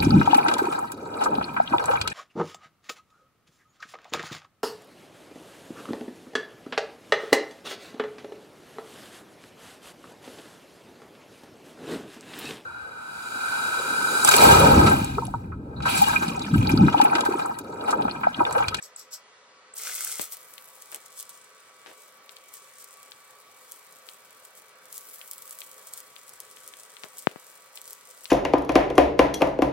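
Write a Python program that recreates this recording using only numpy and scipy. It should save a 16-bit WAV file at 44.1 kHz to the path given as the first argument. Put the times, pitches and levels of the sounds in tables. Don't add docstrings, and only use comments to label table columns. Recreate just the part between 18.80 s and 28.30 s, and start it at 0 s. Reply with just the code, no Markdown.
import sys
import numpy as np
from scipy import signal
from scipy.fft import rfft, irfft
from scipy.io import wavfile
from scipy.ndimage import uniform_filter1d

SR = 44100
rng = np.random.default_rng(int(sys.argv[2]) if len(sys.argv) > 2 else 0)


def to_wav(s):
    ch = np.atleast_2d(s).T
    pcm = np.round(np.clip(ch, -1, 1) * 32767)
    wavfile.write(sys.argv[1], SR, pcm.astype(np.int16))


N = 418950
T = np.arange(N) / SR


def gain_of(db):
    return 10 ** (np.asarray(db) / 20)


def evened(x):
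    return x / np.sqrt(np.mean(x ** 2) + 1e-20)


def read(points, hz):
    f, value = np.transpose(points)
    return np.interp(np.log(hz + 1), np.log(f + 1), value)


def curve(rows, index=1):
    rows = np.array(rows)
    return np.interp(T, rows[:, 0], rows[:, index])


def add(mix, s, sound):
    part = mix[..., max(round(s * SR), 0):][..., :sound.shape[-1]]
    part += sound[..., :part.shape[-1]]


def colour(x, points):
    hz = np.fft.rfftfreq(N, 1 / SR)
    return evened(irfft(rfft(x) * gain_of(read(points, hz)), N))


def drift(seconds):
    size = max(round(seconds * SR), 1)
    once = uniform_filter1d(rng.standard_normal(N), size)
    return evened(uniform_filter1d(once, size))


def crackle(per_s, spread_db, hiss_db, clump_db):
    size_db = spread_db * np.minimum(rng.exponential(1, N), 3.4)
    size = gain_of(size_db) * rng.choice([-1., 1.], N)
    clicks = evened(size * (rng.random(N) < per_s / SR))
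    clumps = np.minimum(drift(0.002), 2)
    hiss = gain_of(hiss_db + 0.16 * clump_db * clumps) * rng.standard_normal(N)
    return clicks * gain_of(clump_db * clumps) + hiss


# frequency in Hz, time to fade by 60 dB in seconds.
ROOM_FADE = [(200, 0.51), (1000, 0.15), (4000, 0.089), (12000, 0.026)]


def shop(x, delay_s):
    spacing, slots = 20, SR // 40
    taps = np.zeros((2, slots * spacing))
    places = np.arange(slots) * spacing + rng.integers(0, spacing, (2, slots))
    np.put_along_axis(taps, places, rng.choice([-1., 1.], (2, slots)), 1)
    hz, t, z = signal.stft(taps, SR, nperseg=256)
    build = 1 - np.exp(-(t / delay_s * (hz[:, None] / 1000 + 0.1) ** 0.35) ** 2)
    fade = gain_of(-60 * t / read(ROOM_FADE, hz)[:, None])
    tail = signal.istft(z * build * fade, SR, nperseg=256)[1]
    tail += 1.4 * tail[::-1]
    return signal.fftconvolve(x[None], tail / np.linalg.norm(tail[0]), axes=1)[:, :N]


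# frequency in Hz, relative level in dB.
AIR_COLOUR = [(40, -100), (97, -18.5), (352, -14.5), (432, -6), (473, -15.5), (506, -5.5), (796, -9.5),
              (1050, -6.5), (2020, -8), (2960, -11.5), (3550, -12), (9000, -19), (11700, -64),
              (14000, -110)]
# frequency in Hz, width in Hz, boost in dB.
CASE_RINGS = [(441, 21.5, 7.5), (520, 16.5, 5.5), (1306, 240, 4), (1530, 5.6, 7.5)]
# frequency in Hz, likeness from 0 to 1.
LIKENESS = [(100, 1), (700, 0.96), (1500, 0.34), (3000, 0.03), (8000, 0.93)]


def fan_air():
    frames, hz = N // 512 + 5, np.fft.rfftfreq(2048, 1 / SR)
    a, b, c, d, patches = rng.standard_normal((frames, 1025, 5)).T
    patches = uniform_filter1d(patches, 12, axis=0)
    patches = evened(uniform_filter1d(patches, 8, axis=1))
    rings = 1 + sum((gain_of(db) - 1) / (1 + (2 * (hz - f) / width) ** 2) for f, width, db in CASE_RINGS)
    same = np.clip(read(LIKENESS, hz), 0, 1)[:, None]
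    left, other = a + 1j * b, c + 1j * d
    earlier = np.exp(2j * np.pi * hz * 2.7 / SR)[:, None]
    z = np.array([left, same * left * earlier + np.sqrt(1 - same ** 2) * other])
    z *= rings[:, None] * gain_of(read(AIR_COLOUR, hz)[:, None] + 1.5 * patches)
    return gain_of(-56) * evened(signal.istft(z, nperseg=2048, noverlap=1536)[1][:, :N])


# time in seconds, level in dB, pitch in Hz before it wavers.
BLADE_TONE = [(0, -73.5, 1137), (1.5, -65.5, 1143), (3.5, -65, 1142), (4.4, -63, 1145), (5.9, -68, 1144),
              (6.6, -65.5, 1141), (9.5, -67.5, 1144)]
BLADE_MULTIPLES = [0., -5]
# pitch in Hz at the blade's first pitch, level in dB.
FAINT_HUMS = [(510, -73), (1265, -71.5)]
# time in seconds, level in dB of each before it wavers.
SECOND_TONE = [(0, -72.5), (1.7, -71), (4.5, -78), (7, -72), (9.5, -72)]


def fan_tones():
    turns = np.cumsum(curve(BLADE_TONE, index=2) + 1.35 * drift(0.15)) / SR
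    whine = sum(gain_of(db + 2.06 * drift(0.03)) * np.sin(2 * np.pi * k * turns)
                for k, db in enumerate(BLADE_MULTIPLES, 1))
    first_hz = BLADE_TONE[0][2]
    hums = sum(gain_of(db) * np.sin(2 * np.pi * turns * f / first_hz) for f, db in FAINT_HUMS)
    hums *= gain_of(0.89 * drift(0.088))
    angle = 2 * np.pi * np.cumsum(981.5 + 2.5 * drift(0.15)) / SR
    second = gain_of(curve(SECOND_TONE) + 1.4 * drift(0.12)) * (np.sin(angle) + np.sin(2 * angle))
    return np.sqrt(2) * (gain_of(curve(BLADE_TONE)) * whine + hums + second)


def fan():
    return fan_air() + fan_tones()


# time in seconds, peak in dB before the ports.
TOUCHES_OF_TIP = [(0.0272, -31.5), (0.1636, -31), (0.94, -37)]


def touches():
    out, t = np.zeros(N), np.arange(-130, 200) / SR
    ring = np.sin(2 * np.pi * 7830 * t) * np.exp(-(t / 0.0024) ** 2)
    for s, db in TOUCHES_OF_TIP:
        add(out, s + t[0], gain_of(db) * ring)
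    return out


# loudest moment in seconds, level in dB before the ports,
# rise in dB per second, fall in dB per second.
STROKES = [(0.043, -44, 500, 420), (.197, -44.5, 250, 330), (0.338, -35, 750, 520)]
# frequency in Hz, relative level in dB.
SCRAPE_COLOUR = [(1470, -55), (2500, -29), (4240, -10), (5520, 1), (6920, -7), (7710, 1), (9360, -17),
                 (11200, -7), (16000, -17)]
STROKE_S = 0.03


def rod():
    level = np.zeros(N)
    for s, db, rise, fall in STROKES:
        drop_db = np.where(T < s, rise * (s - T), fall * (T - s))
        level += gain_of(db - drop_db) * (T > s - STROKE_S)
    return level * colour(crackle(per_s=6000, spread_db=3.5, hiss_db=0., clump_db=2.6), SCRAPE_COLOUR)


# time in seconds, strength in dB,
# pitch in Hz before it is raised by 1.15, left over right in dB.
SPATTER_TICKS = [(1.7807, -24.5, 2800, 21), (2.1462, -25.5, 2360, 20), (3.4934, -25.5, 3160, 24),
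                 (3.5680, -27, 3120, 8), (4.3198, -24, 3100, 13), (5.2888, -21.5, 3180, 21),
                 (6.4144, -25, 2500, 18), (6.8180, -22.5, 2750, 23), (7.3642, -25.5, 2700, 19),
                 (7.7710, -31, 2500, 27), (7.9378, -25, 2660, 15), (8.1681, -26, 2700, 15),
                 (8.5135, -32, 2000, 9), (8.9747, -22.5, 3020, 13), (9.4558, -18, 3120, 27)]
RATTLE_DB, RATTLE_S = -12, 0.002


def spatter():
    out, t = np.zeros((2, N)), np.arange(-30, 400) / SR
    noise = rng.standard_normal((len(SPATTER_TICKS), len(t))) * np.exp(-abs(t) / RATTLE_S) * (t > 0)
    noise = signal.lfilter(*signal.butter(2, (900, 9000), "band", fs=SR), noise)
    for (s, db, hz, lean_db), rattle in zip(SPATTER_TICKS, noise):
        u = 2 * np.pi * hz * t - 1
        swing = 1.2 * np.sin(-1.15 * u) * np.exp(-(u / np.where(u < 0, 2.8, 4.2)) ** 2)
        tick = swing + gain_of(RATTLE_DB) * rattle
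        add(out, s + t[0], gain_of([[db], [db - lean_db]]) * tick * [[1], [-1]])
    return out


# time in seconds, strength in dB.
TUBE_KNOCKS = [(1.072, -26.5), (1.082, -36), (1.095, -24.5), (1.119, -37), (1.209, -26), (1.27, -28),
               (1.296, -30)]
# frequency in Hz before a random shift per knock, level in dB.
TUBE_MODES = [(1440, -6.5), (2350, -12.5)]
KNOCK_S = 0.0018


def knocks():
    out, t = np.zeros(N), np.arange(-200, 400) / SR
    shape = np.exp(-abs(t / np.where(t < 0, KNOCK_S / 2, KNOCK_S)) ** 2.0)
    for (s, db), (pitch, phase) in zip(TUBE_KNOCKS, rng.random((len(TUBE_KNOCKS), 2))):
        shift = 0.99 + 0.12 * pitch
        ring = sum(gain_of(mode_db) * np.cos(2 * np.pi * (hz * shift * t + k * phase))
                   for k, (hz, mode_db) in enumerate(TUBE_MODES))
        add(out, s + t[0], gain_of(db) * ring * shape)
    return out


# time in seconds, peak in dB at the left port, rise in ms, length in ms,
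# suck against push, sign and size (plus for push first, minus for suck first), left over right in dB,
# rumble strength in dB, rumble length in ms.
DROPLETS = [(1.3962, -9.5, 0.012, 0.27, 1.97, 0.86, 12, -48, 22),
            (2.1248, -25, 0.042, 0.12, 1.2, 1, 14, -52.5, 47),
            (3.0620, -23.5, 0.036, 0.19, 0.99, 1, 13, -51.5, 62),
            (8.2361, -15.5, 0.036, 0.06, 1.02, 0.92, 10, -60, 8),
            (8.2417, -21, 0.024, 0.13, 2.9, 0.55, 15, -52.5, 23),
            (8.4713, 0.7, 0.061, 0.35, 1.62, 0.94, 24, -54, 64),
            (8.5600, -27, 0.078, 0.41, 2, -0.95, 20, -58, 14)]
RUMBLE_HZ = (340, 910, 2200)
RUMBLE_RISE_MS, RUMBLE_FALL_MS = 2.4, 10
RUMBLE_BRIGHT_DB = 5


def pops():
    near, ms = np.zeros((2, N)), np.arange(1300) / SR * 1000
    cut = np.vstack([signal.butter(2, 130, "high", fs=SR, output="sos")] * 2)
    after = np.arange(SR // 5) / SR * 1000
    noise = rng.standard_normal((len(DROPLETS), 3, len(after)))
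    lumps = gain_of(2.2 * drift(0.003))
    for (s, db, rise, length, suck, sign, lean_db, rumble_db, hold), (a, b, c) in zip(DROPLETS, noise):
        blast = (1 - suck * ms / length) * np.exp(-ms / length)
        softener = np.exp(-0.5 * ((ms[:44] - 0.5) / rise) ** 2)
        blast = signal.sosfilt(cut, np.convolve(softener, blast)[:len(ms)])
        start = s - np.argmax(blast[:44]) / SR
        blast *= sign * gain_of(db) / blast[:44].max()
        far = -gain_of(-lean_db) * np.roll(blast, 3)
        add(near, start, np.array([blast, far]))
        pair = np.array([a + 1.3 * c, b + 0.88 * c])
        dull, bright = (evened(signal.lfilter(*signal.butter(2 - k, RUMBLE_HZ[k:k + 2], "band", fs=SR), pair))
                        for k in range(2))
        shape = 1 - np.exp(-(after / RUMBLE_RISE_MS) ** 2)
        shape *= np.exp(-np.maximum(after - hold, 0) / RUMBLE_FALL_MS)
        rumble = np.tanh(0.24 + 2 * after / hold) * dull
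        rumble += gain_of(RUMBLE_BRIGHT_DB) * np.exp(-after / hold) * bright
        add(near, s, gain_of(rumble_db) * shape * rumble * lumps[round(s * SR):][:len(after)])
    return near


# time in seconds, sizzle level in dB before the ports,
# share of the treble above 10 kHz in dB.
STEADY_BURN = [(.945, -51.5, 1), (.968, -42, -4), (1.1, -39.5, -3), (1.32, -37.5, -5.5), (1.39, -44.5, -3),
               (1.5, -51.5, -1.5), (1.85, -54.5, -1), (2.1, -53.5, -4), (2.55, -63.5, -5.5),
               (2.93, -59.5, -6), (3.4, -61.5, -1.5), (3.85, -55.5, -4.5), (4.7, -59, -2.5), (5.8, -59, -2),
               (5.95, -63, -3), (6.3, -50, -1), (6.75, -51, -1.5), (7.3, -56, -3), (8.0, -53.5, -5),
               (8.55, -64, -2.5), (9.5, -52.5, -4)]
# peak time in seconds, level in dB before the ports, length in seconds.
ARC_SPURTS = [(1.422, -36, 0.051), (1.531, -38, 0.026), (2.127, -48, 0.051), (2.259, -49, 0.019),
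              (2.392, -42.5, 0.066), (2.5, -43.5, 0.0091), (2.546, -51, 0.13), (3.21, -52.5, 0.12),
              (3.52, -54.5, 0.054), (3.76, -48.5, 0.079), (4.008, -47.5, 0.036), (4.94, -53, 0.32),
              (5.297, -51.5, 0.089), (5.653, -47.5, 0.016), (5.775, -49, 0.029), (6.161, -44, 0.073),
              (6.343, -43, 0.017), (6.723, -49, 0.021), (6.84, -49, 0.026), (7.076, -46.5, 0.027),
              (7.18, -48, 0.073), (7.857, -54, 0.027), (8.236, -53, 0.17), (8.398, -48.5, 0.11),
              (8.684, -54, 0.33), (8.974, -49, 0.044), (9.086, -49, 0.071), (9.44, -57, 0.083)]
SPURT_EDGE_DB = 7.5
FIZZ_DB, FIZZ_S = -31, 0.025


def burn():
    power, t = gain_of(2 * curve(STEADY_BURN)), np.arange(-SR // 5, SR // 5) / SR
    for s, db, length in ARC_SPURTS:
        add(power, s + t[0], gain_of(2 * (db - SPURT_EDGE_DB * abs(2 * t / length))))
    for s, db in ARC_SNAPS:
        add(power, s, gain_of(2 * (db + FIZZ_DB)) * np.exp(-2 * t[t >= 0] / FIZZ_S))
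    return np.sqrt(power) * (T > STEADY_BURN[0][0])


# frequency in Hz, relative level in dB.
SIZZLE_COLOUR = [(1760, -38), (3000, -11.5), (3650, -12), (6480, -3.5), (8460, 1.5), (9730, -2), (10900, 8),
                 (11800, -1), (13100, 6), (16000, 1)]


def sizzle():
    level = burn()
    hiss_db = np.clip((20 * np.log10(level + 1e-9) + 50) / 2, -6, 3)
    whole = colour(crackle(per_s=550, spread_db=4., hiss_db=hiss_db, clump_db=4.2), SIZZLE_COLOUR)
    low = signal.oaconvolve(whole, signal.firwin(101, 10000, fs=SR), "same")
    top = np.clip(gain_of(curve(STEADY_BURN, index=2)), 0, 0.97)
    return level * (np.sqrt(1 - top ** 2) * evened(low) + top * evened(whole - low))


# time in seconds, level in dB before it sputters.
FIRST_FLARE = [(.95, -68), (1.0, -45.5), (1.08, -40.5), (1.17, -44), (1.28, -43), (1.38, -50),
               (1.42, -49.5), (1.62, -65)]
# frequency in Hz, relative level in dB.
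ROAR_COLOUR = [(200, -51), (329, -20), (628, -16), (739, -13), (1090, -16), (1350, -1.5), (1730, -13),
               (2060, -3), (3300, -11.5), (5000, -8), (6500, -1), (11000, -120)]


def roar():
    sound = colour(crackle(per_s=450, spread_db=4., hiss_db=-5., clump_db=3.5), ROAR_COLOUR)
    sound *= gain_of(2.4 * drift(0.008))
    return gain_of(curve(FIRST_FLARE)) * sound * (T > FIRST_FLARE[0][0]) * (T < FIRST_FLARE[-1][0])


# time in seconds, strength in dB.
ARC_SNAPS = [(1.1522, -21), (1.1564, -22), (1.1635, -22), (1.2096, -23), (1.2486, -14), (1.2752, -23),
             (1.3173, -20), (1.4012, -26), (1.4127, -21), (1.4167, -18), (1.4185, -21), (1.4427, -25),
             (1.5229, -23), (1.57, -30), (1.7385, -31), (2.0225, -29), (2.1177, -29), (2.1464, -19),
             (2.1601, -28), (2.3923, -27), (2.408, -24), (2.428, -27), (2.494, -29), (3.74, -28),
             (4.0437, -31), (4.9205, -25), (6.1275, -26), (6.1798, -24), (6.4775, -32), (6.5131, -21),
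             (6.5342, -29), (6.6229, -29), (6.678, -30), (6.695, -31), (6.7099, -27), (6.7886, -27),
             (6.8057, -27), (7.137, -23), (7.1762, -28), (7.2037, -29), (7.4937, -31), (7.6033, -24),
             (7.8776, -28), (8.384, -27), (8.9568, -30), (9.0163, -29), (9.0784, -29), (9.1078, -28),
             (9.1316, -26), (9.4445, -29)]


def snaps():
    out, t = np.zeros(N), np.arange(-32, 130) / SR
    hz = np.fft.rfftfreq(len(t), 1 / SR)
    crack = np.roll(irfft(gain_of(read(SIZZLE_COLOUR, hz)), len(t)), 32)
    crack = crack + 0.75 * np.roll(crack, 1)
    for (s, db), noise in zip(ARC_SNAPS, rng.standard_normal((len(ARC_SNAPS), len(t)))):
        spit = 0.092 * np.diff(noise, prepend=0) * np.exp(-abs(t) / 0.00028)
        add(out, s + t[0], gain_of(db) * (-2.2 * crack / crack.max() + spit))
    return out


def arc():
    return sizzle() + roar() + snaps()


# frequency in Hz, radians by which the left leads.
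PORT_PHASE = [(3300, -1), (5000, -2), (10000, -2), (16000, -12.5)]
LEAN_DB_PER_S = 0.0861


def ports(x):
    right = irfft(rfft(x) * np.exp(-1j * read(PORT_PHASE, np.fft.rfftfreq(N, 1 / SR))), N)
    hz, t, z = signal.stft(x, SR, nperseg=64)
    own = z * np.exp(2j * np.pi * rng.random(z.shape)) * (hz / (hz + 2000))[:, None]
    own = signal.istft(own, SR, nperseg=64)[1][:N]
    left = gain_of(2.0 + LEAN_DB_PER_S * T) * x
    return np.array([left, gain_of(-3.5) * right + gain_of(3.0) * own])


def scene():
    weld, ticks, blows = rod() + arc(), spatter(), knocks()
    into_room = weld + gain_of(-5.) * blows + gain_of(-11.) * ticks[0]
    room = gain_of(-5.) * shop(into_room, delay_s=0.002)
    return ports(weld + blows + touches()) + room + pops() + ticks + fan()


def record(dry):
    low_pass = signal.firwin(511, 16100, window=("kaiser", 9), fs=SR)
    return signal.oaconvolve(dry, low_pass[None], "same")


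dry = scene()
out = record(dry)
to_wav(out)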